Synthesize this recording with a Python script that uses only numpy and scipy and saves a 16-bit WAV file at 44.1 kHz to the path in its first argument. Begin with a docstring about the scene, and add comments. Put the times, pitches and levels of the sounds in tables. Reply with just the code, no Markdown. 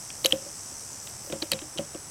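"""Steel slipping on a marble in a vise

Outdoors, a vise squeezes a steel piece against a marble seated in a wooden block. The load lets go
in sharp, short clicks, and the slips rock block and vise with hollow knocks. The grip rustles
faintly as it shifts. Insects buzz steadily in the background over a low outdoor rumble."""
import sys
import numpy as np
from scipy import signal
from scipy.fft import rfft, irfft
from scipy.io import wavfile
from scipy.ndimage import uniform_filter1d, minimum_filter1d

SR = 44100
rng = np.random.default_rng(int(sys.argv[2]) if len(sys.argv) > 2 else 0)


def to_wav(s):
    """Save 16-bit WAV."""
    ch = np.atleast_2d(s).T  # columns
    pcm = np.round(np.clip(ch, -1, 1) * 32767)  # PCM
    wavfile.write(sys.argv[1], SR, pcm.astype(np.int16))


N = 92610
T = np.arange(N) / SR


# each slip: t/s, ring level/dB, ring centre f/Hz, crack level/dB, tick level/dB, tick centre f/Hz,
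# build-up t/s
SLIPS = [(.1030, -34, 2200, -39, -48, 5800, .0003), (0.1028, -31, 4650, -39.5, -41, 5840, 0.00014),
         (0.2429, -31, 3900, -31, -55, 11250, 0.0011), (0.2469, -6.5, 4170, -24, -17.5, 11250, 0.00036),
         (0.2482, -28, 4200, -31, -21, 11250, 0.0011), (.2580, -29, 2200, -27, -19, 13500, 0.00038),
         (0.2583, -17, 4200, -23, -9.5, 8660, 0.00034), (0.2586, -3, 3160, -30, -18.5, 6400, 0.00067),
         (.2630, -12, 4020, -30, -14.5, 11300, 0.0017), (0.3087, -35, 3920, -32, -48, 11250, .001),
         (.3230, 0.5, 3110, -19.5, -16.5, 9300, 0.00172), (0.345, -33, 3150, -52, -51, 8600, 0.0011),
         (1.071, -34, 3750, -36, -53, 8600, 0.0012), (1.091, -60, 3700, -55, -29, 13500, 0.00033),
         (1.2993, -53, 3300, -40.5, -46, 5800, .001), (1.3235, -27, 3300, -28, -51, 6030, 0.0011),
         (1.4200, -22, 4230, -33.5, -54, 5800, .0007), (1.4234, -15, 4240, -32, -46, 5800, .0008),
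         (1.4256, -22.5, 3900, -36, -51, 5800, 0.0012), (1.517, -5.5, 4700, -25, -9.5, 14200, 0.00024),
         (1.5182, -11, 2850, -34, -14, 8730, 0.00051), (1.5223, -19.5, 3730, -24, -39, 8600, .001),
         (1.5306, -22, 3900, -30, -36, 8600, 0.0015), (1.534, -13, 4000, -35, -25.5, 11700, 0.00047),
         (1.5892, -32, 3870, -35, -51, 5800, .001), (1.617, -39, 3900, -37, -59, 5800, 0.00089),
         (1.7751, -25, 3500, -37, -56, 5750, 0.001), (1.7808, -24, 4000, -33, -53, 5900, 0.0011),
         (1.7853, -15.5, 3010, -30.5, -34, 6600, 0.0008), (1.9470, -39, 2830, -47, -51, 5800, 0.0011)]
# tones of the ringing steel: f/Hz, level/dB, t/s to fade by 60 dB
STEEL_TONES = [(2120, -20, 0.0063), (2833, -6.5, 0.0065), (3190, -5, 0.0072), (3884, -8, 0.018),
               (4310, -4, 0.0068), (4680, -12, 0.021)]
# tones of the marble's glassy tick: f/Hz, level/dB, t/s to fade by 60 dB
MARBLE_TONES = [(5690, 8, 0.0081), (6400, 0, 0.011), (7430, 4, 0.0025), (8590, -4, 0.0073),
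                (9250, -10, 0.0055), (10340, -6, 0.0077), (11200, -9, 0.0075), (11540, -7.5, 0.0082),
                (12900, -14, 0.0056), (13300, -16, 0.0064), (14600, -14, .006)]
# colour of the crack (how strong its lows and highs are): f/Hz, level/dB
CRACK_COLOUR = [(300, -15.5), (900, -5.5), (1400, -6.5), (2300, -1.5), (3200, 4), (4500, -11.5),
                (5400, -5.5), (9000, -15), (16000, -32)]

def clicks():
    """Each slip cracks, rings the steel and ticks the marble; nearby things scatter the crack."""
    tones, crack, scatter_power = np.zeros((3, N))
    tail = swell(rise_s=0.0013, fade_s=0.26)
    scatter_db = -21.5
    for s, ring_db, ring_hz, crack_db, tick_db, tick_hz, rise_s in SLIPS:
        steel_gains = from_db(ring_db) * share_near(STEEL_TONES, ring_hz, octaves=0.13)
        add(tones, s, steel_gains @ ringing(STEEL_TONES, rise_s))
        uneven_db = 1.5 * rng.standard_normal(len(MARBLE_TONES))
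        marble_gains = from_db(tick_db + uneven_db) * share_near(MARBLE_TONES, tick_hz, octaves=0.15)
        add(tones, s, marble_gains @ ringing(MARBLE_TONES, 0.85 * rise_s))
        add(crack, s, from_db(crack_db) * swell(rise_s, fade_s=0.014))
        add(scatter_power, s, (from_db(crack_db + scatter_db) * tail) ** 2)
    return tones + crack * noise(CRACK_COLOUR) + np.sqrt(scatter_power) * noise(CRACK_COLOUR)


# each jolt: t/s, deep level/dB, middle level/dB, upper level/dB, clatter level/dB,
# extra fading from the grip/(dB per s), pitch factor
JOLTS = [(.2452, -46, -24.5, -17.5, -31, 55, 0.98), (.3265, -25.5, -27.5, -14.5, -32, 95, .99),
         (.4200, -48, -52, -42, -51, 44, 1.05), (0.457, -49, -42, -36, -57, 45, 1.05),
         (0.711, -50, -44, -64, -48, 306, 0.88), (1.241, -55, -42, -59, -54, 300, 1),
         (1.269, -56, -47, -36.5, -50, 300, 1.04), (1.296, -48, -30, -33.5, -40.5, 97, 0.95),
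         (1.3230, -28.5, -27, -22.5, -33, 60, 1), (1.4210, -43, -26.5, -24.5, -31, 348.5, 1.01),
         (1.5170, -36, -40, -24.5, -37, 98, .99), (1.5350, -27.5, -42, -25.5, -49, 102, 0.98),
         (1.615, -58, -28, -54, -44, 100, 1.01), (1.7560, -43, -30, -42, -57, 298.5, 1.02),
         (1.7869, -23, -29.5, -20.5, -31.5, 137, 1.044), (1.9452, -38, -22, -28, -37, 500, 0.99)]
# tones of block and vise before the grip changes them: f/Hz, level/dB, t/s to fade by 60 dB
BODY_TONES = [(85, -15, 0.34), (107, -17, 0.24), (157, -5, 0.24), (218, -3, 0.24), (307.2, -3, 0.3),
              (348.4, -3, 0.1), (404, -17, 0.27), (510.2, -4, 0.054), (542.2, -1, 0.2), (584, -12, 0.21),
              (745, -16.5, 0.052)]
# colour of the mounting's dull clatter: f/Hz, level/dB
CLATTER_COLOUR = [(60, -9), (150, -41.5), (320, 7.5), (450, -8), (580, 5.5), (760, -7.5), (1100, -14.5),
                  (2000, -17.5), (5000, -30)]

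def knocks():
    """Jolted block and vise ring low and clatter; the grip shifts their pitch and shortens the sound."""
    tones, clatter = np.zeros((2, N))
    clatter_shape = swell(rise_s=0.0013, fade_s=0.18)
    deep_middle_upper_hz = [194, 330, 536]
    body_hz = np.array(BODY_TONES)[:, 0]
    for s, deep_db, middle_db, upper_db, clatter_db, damping, pitch in JOLTS:
        shifted = [(hz * pitch, db, fade_s) for hz, db, fade_s in BODY_TONES]
        body = ringing(shifted, rise_s=0.0052, size=SR // 4)
        gains = from_db(np.interp(body_hz, deep_middle_upper_hz, [deep_db, middle_db, upper_db])) / 2
        grip = from_db(-damping * T[:len(clatter_shape)])
        add(tones, s, gains @ body * grip)
        add(clatter, s, from_db(clatter_db) * clatter_shape * grip)
    return tones + clatter * noise(CLATTER_COLOUR)


# each shift of the grip: middle t/s, half length t/s, level/dB
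GRIP_SHIFTS = [(0.232, 0.045, -56), (0.317, 0.043, -48), (1.066, 0.031, -54), (1.27, .035, -53),
               (1.43, 0.04, -55)]
# colour of the fine rustle: f/Hz, level/dB
RUSTLE_COLOUR = [(5000, -25), (9000, -8), (11500, -1), (13000, -5), (15000, -5), (16500, -22)]

def rustle():
    """The shifting grip makes soft swells of very high hiss, as from skin and cloth sliding."""
    swells = sum(from_db(db) * np.exp(-((T - s) / width) ** 2 / 2) for s, width, db in GRIP_SHIFTS)
    return swells * noise(RUSTLE_COLOUR)


# how fast the rattling insect pulses: t/s, f/Hz
RATTLE_SPEED = [(0, 78), (.4, 77.5), (.8, 73.5), (1.1, 72.4), (1.55, 71), (2.1, 73)]
# how loud it is: t/s, level/dB
RATTLE_LEVEL = [(0, -49.5), (.9, -47), (1.5, -51.5), (2.1, -50.5)]
# colour of its hiss: f/Hz, level/dB
RATTLE_COLOUR = [(3500, -20.5), (4600, -11.5), (5400, -3.5), (6100, 1.5), (6600, -2), (7200, -20),
                 (8400, -4.5), (10500, -18.5), (16000, -31)]

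def rattling_insect():
    """One insect rattles in quick pulses of hiss."""
    sharpness = 3.3
    pulses = unit_level(np.exp(sharpness * np.cos(running_phase(RATTLE_SPEED))))
    return from_db(in_time(RATTLE_LEVEL)) * pulses * noise(RATTLE_COLOUR)


# how fast the whining insect pulses: t/s, f/Hz
WHINE_SPEED = [(0, 143.22), (.35, 143.36), (.8, 143.27), (1.2, 143.18), (1.7, 143.13), (2.1, 142.95)]
# its overtones: multiples of that speed
WHINE_OVERTONES = [47, 49, 51, 53, 55, 57, 59, 60, 61, 63, 64, 65, 67, 68, 70]
# its early colour, one value per overtone: level/dB
WHINE_EARLY = [-57.5, -54.5, -56, -57, -56.5, -57, -59, -59, -69, -61, -70, -59, -62, -58, -77]
# its late colour, one value per overtone: level/dB
WHINE_LATE = [-62, -63.5, -59, -62, -54.5, -58, -58, -66, -58, -60.5, -66, -58, -64, -71, -59]
# blend of the two: t/s, share of the late colour
WHINE_BLEND = [(1.0, 0.34), (1.9, 0.84)]

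def whining_insect():
    """Another insect whines in high overtones of its pulses, which flutter and slowly change balance."""
    phase = running_phase(WHINE_SPEED)
    late_share = in_time(WHINE_BLEND)
    whine = np.zeros(N)
    for multiple, early_db, late_db in zip(WHINE_OVERTONES, WHINE_EARLY, WHINE_LATE):
        flutter_db = 2.5 * drift(rate_hz=4.2)
        level_db = early_db + late_share * (late_db - early_db) + flutter_db
        whine += np.sqrt(2) * from_db(level_db) * np.sin(multiple * phase + 2 * np.pi * rng.random())
    return whine


# colour of the far insects: f/Hz, level/dB
CHORUS_COLOUR = [(3000, -63.5), (4300, -14), (5300, 2.5), (6100, 5), (7100, -13), (7700, 4), (8400, 0),
                 (9100, -13), (9900, -8.5), (10500, -8.5), (12100, -10.5), (13200, -18.5), (15200, -37),
                 (16500, -43.5)]
# how loud they are: t/s, level/dB
CHORUS_LEVEL = [(0, -43.5), (.9, -44.5), (1.5, -46), (2.1, -48)]

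def insect_chorus():
    """Far insects blur into a hiss that buzzes slightly, at twice the whining insect's speed."""
    buzz = 1 + 0.1 * np.cos(2 * running_phase(WHINE_SPEED))
    return from_db(in_time(CHORUS_LEVEL)) * buzz * noise(CHORUS_COLOUR)


# colour of the outdoor air: f/Hz, level/dB
AIR_COLOUR = [(20, -7), (40, -23), (60, -3.5), (90, 2), (125, 1), (200, -5.5), (400, -8.5), (800, -7.5),
              (1600, -12.5), (3200, -18.5), (16000, -28.5)]

def outdoor_air(level_db=-48.5):
    """Open air and distant rumble make a steady, low noise."""
    return from_db(level_db) * noise(AIR_COLOUR)


def swell(rise_s, fade_s, size=SR // 4):
    """Loudness shape of a blow: builds up to 1 and dies away, by 60 dB every fade_s."""
    t = T[:size]
    shape = (1 - np.exp(-(t / rise_s) ** 2)) * from_db(-60 * t / fade_s)
    return shape / shape.max()


def ringing(tones, rise_s, size=SR // 40):
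    """One fading sine wave per tone; neighbours start in opposite directions."""
    return np.array([(-1) ** k * from_db(db) * swell(rise_s, fade_s, size)
                     * np.sin(2 * np.pi * hz * T[:size])
                     for k, (hz, db, fade_s) in enumerate(tones)])


def share_near(tones, centre_hz, octaves):
    """Share of a blow that each tone takes: most near the centre pitch."""
    octaves_away = np.log2(np.array(tones)[:, 0] / centre_hz)
    return 1 / (1 + (octaves_away / octaves) ** 2)


def noise(colour):
    """Steady noise of the given colour, at level 1."""
    hz, db = np.transpose(colour)
    all_hz = np.maximum(np.fft.rfftfreq(N, 1 / SR), 1)
    gains = from_db(np.interp(np.log(all_hz), np.log(hz), db))
    return unit_level(irfft(rfft(rng.standard_normal(N)) * gains, N))


def drift(rate_hz):
    """A slow random wobble, typically of size 1."""
    keep_slow = 1 / (1 + (np.fft.rfftfreq(N, 1 / SR) / rate_hz) ** 2)
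    return unit_level(irfft(rfft(rng.standard_normal(N)) * keep_slow, N))


def running_phase(speeds):
    """An angle that makes one full turn per pulse."""
    return 2 * np.pi * np.cumsum(in_time(speeds)) / SR


def in_time(rows):
    """Join (time, value) points with straight lines."""
    return np.interp(T, *np.transpose(rows))


def from_db(db):
    """Turn decibels into a gain to multiply by."""
    return 10 ** (np.asarray(db) / 20)


def unit_level(x):
    """Scale to an average (rms) level of 1."""
    return x / np.sqrt(np.mean(x ** 2) + 1e-20)


def add(out, s, sound):
    """Mix a sound in, starting at s seconds."""
    start = int(s * SR)
    out[start:start + len(sound)] += sound[:N - start]


def scene():
    """The vise close by, insects and air behind it, in one channel."""
    vise = clicks() + knocks() + rustle()
    insects = rattling_insect() + whining_insect() + insect_chorus()
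    return (vise + insects + outdoor_air())[None]


def record(dry):
    """A limiter turns the loudest clicks down and recovers slowly; the very highest treble is cut."""
    limit_db, recovery_db_per_s, smoothing_s, cutoff_hz = -4, 45, 0.0022, 16200
    over_db = np.maximum(20 * np.log10(abs(dry[0]) + 1e-9) - limit_db, 0)
    recovery_db = recovery_db_per_s * T
    down_db = np.maximum.accumulate(over_db + recovery_db) - recovery_db
    span = int(smoothing_s * SR)
    gain = uniform_filter1d(minimum_filter1d(from_db(-down_db), span), span)  # dips just before a peak
    treble_cut = signal.ellip(10, 0.1, 80, cutoff_hz, fs=SR, output="sos")
    return signal.sosfilt(treble_cut, gain * dry)


dry = scene()
out = record(dry)
to_wav(out)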